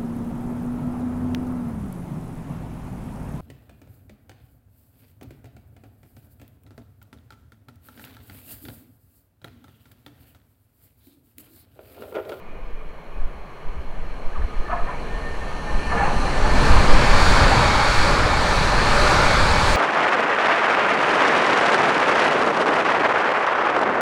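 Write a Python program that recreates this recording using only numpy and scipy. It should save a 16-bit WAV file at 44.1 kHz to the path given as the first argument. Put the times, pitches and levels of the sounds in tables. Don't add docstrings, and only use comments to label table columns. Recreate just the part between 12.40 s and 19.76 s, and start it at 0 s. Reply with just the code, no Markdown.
import sys
import numpy as np
from scipy import signal
from scipy.fft import rfft, irfft, next_fast_len
from scipy.io import wavfile
from scipy.ndimage import uniform_filter1d, map_coordinates

SR = 44100
rng = np.random.default_rng(int(sys.argv[2]) if len(sys.argv) > 2 else 0)


def ratio(d):
    e = np.asarray(d, float) / 20
    return 10 ** e


def unload_audio(sound):
    columns = np.transpose(np.atleast_2d(sound))
    steps = np.round(np.clip(columns, -1, 1) * 32767)
    wavfile.write(sys.argv[1], SR, steps.astype(np.int16))


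N = 324576
HOP = 256

# time in seconds, nearness (0 far, 1 closing in, 2 alongside), roar in dB.
APPROACH = [(0, 0.12, -45), (.74, 0.22, -43), (1.5, 0.39, -41), (2.25, 0.6, -37.5), (2.55, 0.58, -35),
            (3.2, 0.78, -32.5), (3.5, 1.02, -30), (3.7, 0.91, -26.5), (4.05, 1.54, -25), (4.25, 1.66, -21),
            (4.5, 1.67, -19), (4.84, 1.93, -18.5), (5.25, 2.06, -17.5), (5.75, 2.06, -20),
            (6.08, 1.84, -21.5), (6.7, 1.76, -17), (7.1, 2.2, -19), (7.36, 2.8, -20.5)]
ROLLING_BANDS = [
    (90, 400),
    (400, 2600),
    (2600, 5200),
    (5200, 12500),
    (13200, 15500),
]
# level in dB far, closing in, alongside.
BAND_LEVELS = [
    (-6, -3.5, -7.5),
    (0.5, -0.5, 0),
    (-19, -14, -10),
    (-32, -17.5, -18),
    (-48, -47.5, -44.5),
]
# frequency in Hz, dB per Hz far, closing in, alongside.
ROLLING_COLOUR = [(40, -100, -92, -78), (85, -80, -75, -43.5), (134, -66, -52.5, -49), (252, -73.5, -59, -54.5),
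                  (360, -72, -62.5, -55), (580, -71, -63, -52), (694, -73.5, -65, -55.5),
                  (815, -77.5, -62.5, -50), (1190, -75, -66.5, -51), (1280, -83, -69.5, -51),
                  (1855, -82, -65, -56), (1850, -86, -72.5, -58), (2390, -79.5, -71, -57.5),
                  (2770, -93, -69, -64),
                  (3250, -89, -73.5, -64), (3700, -100, -79, -62.5), (4200, -91.5, -67, -61),
               (4520, -101, -74.5, -60), (4930, -108, -84.5, -65.5), (5840, -104, -79.5, -70.5),
               (7250, -110, -91, -72), (9640, -110, -90.5, -81), (10650, -110, -100, -86.5),
               (11900, -109, -104, -94.5), (12900, -122, -114, -105), (14300, -115, -107, -100),
               (15700, -116, -108, -99)]
# frequency in Hz, width in Hz, level in dB over the noise.
RAIL_SONG = [(438, 40, 4), (2196, 38, 7), (2910, 55, 8), (6500, 60, 9), (7130, 60, 11), (7840, 150, 3),
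             (8400, 100, 0), (8640, 130, 5), (9900, 280, 5), (9660, 80, 8), (10200, 80, 16),
             (10840, 68, 17), (11500, 200, 11), (13900, 90, 7)]
# time in seconds, frequency in Hz, width in Hz,
# level in dB over the roar, length in seconds.
BOGIE_BLOOMS = [(2.52, 2280, 250, 6, .1), (3.62, 2300, 600, 5, .12), (3.95, 9400, 350, 7, .4),
                (3.949, 7560, 300, 6, .35), (3.9, 6050, 600, 2, .5), (4.5, 201, 80, 5, .18),
                (4.92, 1450, 300, 2, .15), (5.6, 1420, 350, 4, .22), (6.75, 1450, 300, 4.5, .35),
                (5.4, 850, 140, 3, .2), (5.9, 850, 140, 1, .2), (7.0, 585, 100, 4, .4),
                (4.75, 580, 100, 3, .3), (7.15, 820, 100, 4, .12)]
# time in seconds, hiss swell in dB.
WHEEL_PASSES = [(4.05, -.5), (4.26, 2), (4.47, -.5), (4.86, 2.5), (5.1, 0), (5.3, -1), (5.62, 1.5),
                (5.85, -1), (6.12, 2), (6.35, -.5), (6.66, 1), (7.05, 0), (7.36, 4)]
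# time in seconds, rumble swell in dB.
FRAME_PASSES = [(4.25, 4.5), (4.52, 2), (5.05, 2), (5.45, -3.5), (5.84, 2.5), (6.6, -2.5), (6.799, -1)]
# frequency in Hz approaching, in Hz alongside,
# level in dB under the roar far, closing in, alongside.
WHINE_TONES = [(585, 568, -30, -35, -23), (615.6, 597, -41, -18.5, -15.5), (840, 813, -28, -17, -40),
               (1235, 1179, -17.5, -15, -18), (2320, 2222, -19, -39, -17), (2400, 2347, -32, -23, -23)]
# time in seconds, lift in dB, half length in seconds.
MOTOR_LIFTS = [(2.4, 5, 0.35), (3.324, 8.5, .1), (4.4, 3.5, 0.53), (4.9, 0, .2), (6.1, 4, 0.23),
               (7.199, 1, 0.32)]
# time in seconds, level in dB, half length in seconds.
SING_BURSTS = [(2.495, -41, .03), (2.75, -39, .035), (2.87, -37, .03), (2.94, -41, .025), (3.03, -41, .02),
               (3.09, -42, .015), (3.19, -39, .025), (3.29, -38, .022), (3.35, -39, .015), (3.41, -40, .02),
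               (3.49, -33, .02), (3.7, -40, .015), (3.78, -37, .015), (3.88, -37, .02), (3.98, -35, .03),
               (4.1, -35, .025), (4.24, -33, .08), (4.75, -38, .1), (6.1, -35, .2), (6.6, -35, .2)]
# peak in seconds, rms in dB, t60 in seconds, share of the second rail.
JOINT_BLOWS = [(1.97, -39, 0.12, 0.3), (2.03, -39, 0.12, .25), (2.295, -35, .2, .05), (2.33, -30, .2, .05),
               (2.39, -35, .25, .05), (2.495, -35, .36, .97), (3.53, -28, .33, .3), (3.6, -28, .3, .89),
               (3.635, -32, .2, .6), (3.68, -30, .3, .6), (3.84, -43, .27, .9), (3.89, -33, 0.25, .6),
               (4.06, -29.5, 0.47, 0.98)]
# frequency in Hz, width in Hz, level in dB.
FIRST_RAIL = [(458, 40, -10), (694, 92, 5), (880, 100, 2), (1060, 140, 1), (1254, 95, 4), (1450, 120, -4),
              (1745, 60, 3), (2200, 150, -14)]
# frequency in Hz, width in Hz, level in dB.
SECOND_RAIL = [(457, 50, -3), (680, 91, -8), (820, 120, 1), (990, 100, -2), (1180, 100, -8), (1450, 90, -6),
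               (1730, 72, -3), (2160, 150, -11)]
# peak in seconds, frequency in Hz, rms in dB, t60 in seconds.
MODE_RINGS = [(2.267, 1765, -35, .2), (2.284, 1140, -33, .12), (2.299, 646, -31, .12),
              (2.3, 1190, -28, .12), (2.31, 1470, -38, .2), (2.32, 1280, -26, 0.15), (2.328, 1730, -31, .1),
              (2.33, 965, -23, 0.11), (2.33, 2110, -43, 0.073), (2.332, 704, -18, 0.083),
              (2.342, 1074, -25, 0.09), (2.36, 680, -25, .08), (2.372, 1100, -32, .1),
              (2.372, 1695, -40, .15), (2.395, 694, -27.5, 0.19), (2.397, 1280, -34, .2),
              (2.41, 1190, -34, .1), (2.476, 774, -34, .12), (2.494, 1000, -27.5, 0.11),
              (2.519, 1246, -38, .2), (2.552, 940, -32, .12), (3.524, 1765, -26, 0.085),
              (3.526, 1180, -25, 0.08), (3.538, 705, -24, .1), (3.556, 1220, -23, .1),
              (3.56, 465, -26.5, 0.33), (3.568, 818, -23, .1), (3.578, 1700, -22, 0.11),
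              (3.58, 1410, -27, .15), (3.59, 1760, -27, .12), (3.59, 2250, -33, .15), (3.597, 955, -20, .1),
              (3.606, 805, -19, .15), (3.61, 1750, -25, .1), (3.63, 1620, -28, .12), (3.625, 817, -19, .1),
              (3.637, 820, -15.5, 0.065), (3.64, 2460, -37, .2), (3.645, 2720, -35, .15),
              (3.648, 1660, -32, .12), (3.658, 880, -24, 0.13), (3.674, 1010, -23, 0.18),
              (3.694, 828, -29, 0.12), (3.708, 840, -22, 0.087), (3.72, 1140, -34, .1),
              (3.73, 780, -30, 0.083), (3.84, 785, -26, 0.24), (4.06, 865, -23, 0.39)]
# peak in seconds, frequency in Hz, rms in dB, t60 in seconds,
# glide in Hz per second.
RAIL_ZIPS = [(1.94, 1660, -40, .06, -9000), (1.968, 1134, -33, .08, -11000), (2.025, 1220, -40, .1, -3000)]
# time in seconds, slow push in dB, flutter in dB, half length in seconds.
WIND_GUSTS = [(0.306, -24.5, -44, 0.15), (.21, -45, -44, .04), (.53, -45, -44, .06), (0.81, -17, -43, .06),
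              (0.857, -40, -34, .025), (1.0, -33, -39.5, 0.043), (1.294, -17.5, -31, 0.021),
              (1.38, -30, -31, 0.042), (1.607, -22, -42.5, 0.18), (1.907, -15.5, -42, 0.042),
              (2.027, -17.5, -25, 0.038), (2.196, -18, -32, 0.037), (2.32, -35, -29, .03),
              (2.424, -18, -36, 0.048), (2.583, -30, -35, 0.046), (2.736, -22, -35, 0.069),
              (2.99, -27, -32, 0.11), (3.36, -17.5, -23, 0.029), (3.744, -17.5, -38, 0.065),
              (4.092, -13.5, -22, 0.089), (4.21, -12, -11, 0.014), (4.35, -7.5, -15.5, 0.056),
              (4.525, -4, -16, 0.046), (4.726, -11, -15, 0.053), (4.882, -9, -20, 0.057),
              (5.05, -30, -18, 0.042), (5.201, -33, -29, 0.044), (5.613, -12.5, -30, 0.026),
              (5.814, -29, -23, 0.029), (6.361, -21, -32, 0.059), (6.574, -20.5, -24, 0.079),
              (6.898, -24, -35, .05), (7.03, -19, -18.5, 0.031), (7.29, -29, -19, 0.035)]
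# frequency in Hz, dB per Hz.
PUSH_COLOUR = [(1.8, -39), (3.0, 3), (16, 1.5), (30, -15.5), (39, -12), (66, -120)]
# frequency in Hz, dB per Hz.
FLUTTER_COLOUR = [(14, -55), (26, -0.5), (45, -6.5), (65, -3.5), (80, -18), (110, -27), (200, -120)]
# frequency in Hz, dB per Hz.
SLIP_COLOUR = [(14, -43), (26, 2.5), (60, -3.5), (90, -8.5), (130, -22.5), (250, -120)]
# time in seconds, frequency in Hz, level in dB.
FAR_CHIRP = [(0, 2450, -57), (.25, 2460, -59), (.32, 2420, -63), (.4, 2410, -52), (.5, 2420, -74),
             (.68, 2510, -59), (.8, 2510, -58), (.9, 2520, -80), (1.1, 2520, -120)]
# peak in seconds, frequency in Hz, rms in dB, t60 in seconds,
# glide in Hz per second.
BIRD_CALLS = [(.27, 5050, -71, .25, -3500), (.3, 4850, -74, .1, -15000), (.785, 4900, -73, .1, -25000),
              (1.422, 5000, -65, .1, -40000), (1.44, 4300, -67, .15, -12000)]
# frequency in Hz, dB per Hz.
AIR_COLOUR = [(3000, -120), (5000, 1), (9000, -7), (11500, 0), (12900, -5), (13600, 1), (15700, -1)]


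def rolling(patchy_db=0.97, rail_fade=0.55):
    hz, t, spectrum = signal.stft(rng.standard_normal(N), SR, nperseg=8 * HOP, noverlap=7 * HOP)
    near = curves(APPROACH, t)[0]
    knots, *stages = np.transpose(ROLLING_COLOUR)
    stage_colours = [along(np.transpose([knots, stage]), hz)[:, None] for stage in stages]
    shape_db = staged(near, *stage_colours)
    song_db = sum(db / (1 + (2 * (hz - centre) / width) ** 2) for centre, width, db in RAIL_SONG)
    shape_db = shape_db + song_db[:, None] * np.clip(1 - rail_fade * near, 0, 1)
    for s, centre, width, db, length in BOGIE_BLOOMS:
        in_pitch = (2 * (hz[:, None] - centre) / width) ** 2
        in_time = (2 * (t - s) / length) ** 2 / 2
        shape_db = shape_db + db * np.exp(-in_pitch - in_time)
    patches = uniform_filter1d(rng.standard_normal(spectrum.shape), size=14, axis=0)
    patches = uniform_filter1d(patches, size=16, axis=1)

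    power = ratio(2 * shape_db) / len(hz)
    band_power = [power[(hz >= lo) & (hz < hi)].sum(0) for lo, hi in ROLLING_BANDS]
    lift_db = band_levels(t) - 10 * np.log10(band_power)
    centres = np.log([np.sqrt(lo * hi) for lo, hi in ROLLING_BANDS])
    blend = np.array([np.interp(np.log(hz + 1), centres, row) for row in np.eye(len(ROLLING_BANDS))]).T
    gain = ratio(shape_db + blend @ lift_db + patchy_db * unit(patches))
    return signal.istft(spectrum * gain, SR, nperseg=8 * HOP, noverlap=7 * HOP)[1][:N]


def band_levels(t, pass_s=0.097):
    near, roar_db = curves(APPROACH, t)
    rumble, roar, sheen, hiss, fizz = [roar_db + staged(near, *stages) for stages in BAND_LEVELS]
    wheels = sum(db * bump(t, s, pass_s) for s, db in WHEEL_PASSES)
    frames = sum(db * bump(t, s, pass_s) for s, db in FRAME_PASSES)
    return np.array([rumble + frames, roar, sheen + 0.47 * wheels, hiss + wheels, fizz + 1.8 * wheels])


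def whine():
    near, roar_db = curves(APPROACH)
    t = np.arange(N) / SR
    roar_db = roar_db + sum(db * bump(t, s, half) for s, db, half in MOTOR_LIFTS)
    out = np.zeros(N)
    for hz_in, hz_by, far_db, closing_db, by_db in WHINE_TONES:
        blur = 0.00296 * wobble(8) + 0.0031 * np.clip(near - 1, 0, 1) * wobble(40)
        pitch = dropped(hz_in, hz_by) * (1 + blur)
        flutter = unit((wobble(18) + 1.3) * ratio(1.3 * wobble(3.5)))
        level = ratio(roar_db + staged(near, far_db, closing_db, by_db) + 1.0)
        out += level * flutter * tone(pitch)
    return out


def sing():
    near, roar_db = curves(APPROACH)
    level = swells(SING_BURSTS, roar_db + staged(near, -28, -37, -20.5))
    pitch = dropped(1806, 1772) * (1 + 0.0025 * wobble(16))
    return level * ratio(3 + 1.3 * wobble(45)) * tone(pitch)


def clanks(spread_s=.025, dull_hz=3100, grit_db=-5):
    grit = noise(lambda f: (f > 1100) / (1 + (f / 2000) ** 6))
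    first = noise(lambda f: rail_modes(FIRST_RAIL, f))
    second = noise(lambda f: rail_modes(SECOND_RAIL, f)) + ratio(grit_db) * grit
    t, out = np.arange(N) / SR, np.zeros(N)
    for s, db, t60, share in JOINT_BLOWS:
        colour = np.sqrt(1 - share) * first + np.sqrt(share) * second
        out += blow(t - s, db + 2.0, t60) * colour

    def path(f):
        late = np.exp(-2j * np.pi * spread_s * (1000 * np.log(f + 100) - f / 2))
        return late / (1 + (f / dull_hz) ** 4) / (1 + (400 / (f + 1)) ** 6)

    return filtered(np.roll(out, -round(spread_s * SR / 2)), path)


def rail_modes(joint, f):
    return np.sqrt(sum(np.abs(ratio(db) * f * width / (centre ** 2 - f ** 2 + 1j * f * width)) ** 2
                       for centre, width, db in joint))


def rail_rings():
    return rings(MODE_RINGS, rough_db=0.5, swell_share=0.04)


def zips():
    return rings(RAIL_ZIPS, rough_db=-2.0, swell_share=0.15)


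def wind():
    near = curves(APPROACH)[0]
    push_gain = swells([(s, db, half) for s, db, _, half in WIND_GUSTS], staged(near, -45.5, -24, -25))
    flutter_gain = swells([(s, db, half) for s, _, db, half in WIND_GUSTS],
                          staged(near, -63.5, -26.5, -24.5))
    push, breeze, slip = [air_push(colour) for colour in (PUSH_COLOUR, FLUTTER_COLOUR, SLIP_COLOUR)]
    turn = np.pi / 2 * np.clip(near - 1, 0, 1)
    flutter = np.cos(turn) * breeze + np.sin(turn) * slip
    gusts = push_gain * push + flutter_gain * ratio(1.2 * wobble(8)) * flutter
    return gusts / (1 + (gusts / .75) ** 4) ** (1 / 4)


def air_push(colour):
    return steady(noise(lambda hz: ratio(along(colour, hz))), seconds=0.187)


def chirp():
    hz, db = curves(FAR_CHIRP)
    return ratio(db + 2.2 * wobble(21.4)) * tone(hz)


def birds():
    return rings(BIRD_CALLS, rough_db=0.0, swell_share=.1)


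def still_air():
    return ratio(-72.5) * noise(lambda f: ratio(along(AIR_COLOUR, f)))


def dropped(hz_in, hz_by):
    return hz_in + (hz_by - hz_in) * (1 + np.tanh((np.arange(N) / SR - 3.7) / 0.472)) / 2


def tone(hz):
    return np.sin(2 * np.pi * np.cumsum(hz) / SR)


def blow(t, db, t60, swell_share=0.045):
    return ratio(db + np.where(t < 0, -4.3 * (t / (swell_share * t60)) ** 2, -60 * t / t60))


def rings(rows, rough_db, swell_share):
    out, t = np.zeros(N), np.arange(-SR // 10, SR // 2) / SR
    for s, hz, db, t60, *glide in rows:
        start = round(s * SR) - SR // 10
        cycles = hz * t + sum(glide) * t * t / 2
        out[start:start + len(t)] += blow(t, db - 0.5, t60, swell_share) * np.sin(2 * np.pi * cycles)
    return out * ratio(rough_db * wobble(70))


def bump(t, s, half):
    return np.exp(-((t - s) / half) ** 2 / 2)


def swells(rows, floor_db):
    t = np.arange(0, N, HOP) / SR
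    bells = np.sqrt(sum((ratio(db) * bump(t, s, half)) ** 2 for s, db, half in rows))
    return np.hypot(ratio(floor_db), np.interp(np.arange(N) / SR, t, bells))


def staged(near, far, closing, alongside):
    return far + np.clip(near, 0, 1) * (closing - far) + np.clip(near - 1, 0, 1) * (alongside - closing)


def curves(rows, t=None):
    s, *columns = np.transpose(rows)
    t = np.arange(N) / SR if t is None else t
    return [np.interp(t, s, column) for column in columns]


def along(points, hz):
    f, v = np.transpose(points)
    return np.interp(np.log(hz + 1), np.log(f + 1), v)


def wobble(rate):
    return map_coordinates(rng.standard_normal(N // 50), [np.arange(N) * rate / SR])


def noise(response):
    return unit(filtered(rng.standard_normal(N), response))


def filtered(x, response):
    m = next_fast_len(N + SR // 2)
    return irfft(rfft(x, m) * response(np.fft.rfftfreq(m, 1 / SR)), m)[:N]


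def steady(x, seconds):
    power = np.abs(uniform_filter1d(x ** 2, size=round(SR * seconds)))
    return unit(x / np.sqrt(power + 0.092))


def unit(x):
    return x / np.sqrt(np.mean(x ** 2) + 1e-20)


def scene():
    train = rolling() + whine() + sing() + clanks() + rail_rings() + zips()
    field = chirp() + birds() + still_air()
    return (train + wind() + field)[None]


def band_limit(x):
    return signal.sosfilt(signal.butter(12, 16490, fs=SR, output="sos"), x)


def record(dry):
    held = dry[0] / (1 + np.abs(dry[0] / 1.08) ** 8) ** (1 / 8)
    mix = filtered(held, lambda hz: hz < 15700)[None]
    return band_limit(mix)


dry = scene()
out = record(dry)
unload_audio(out)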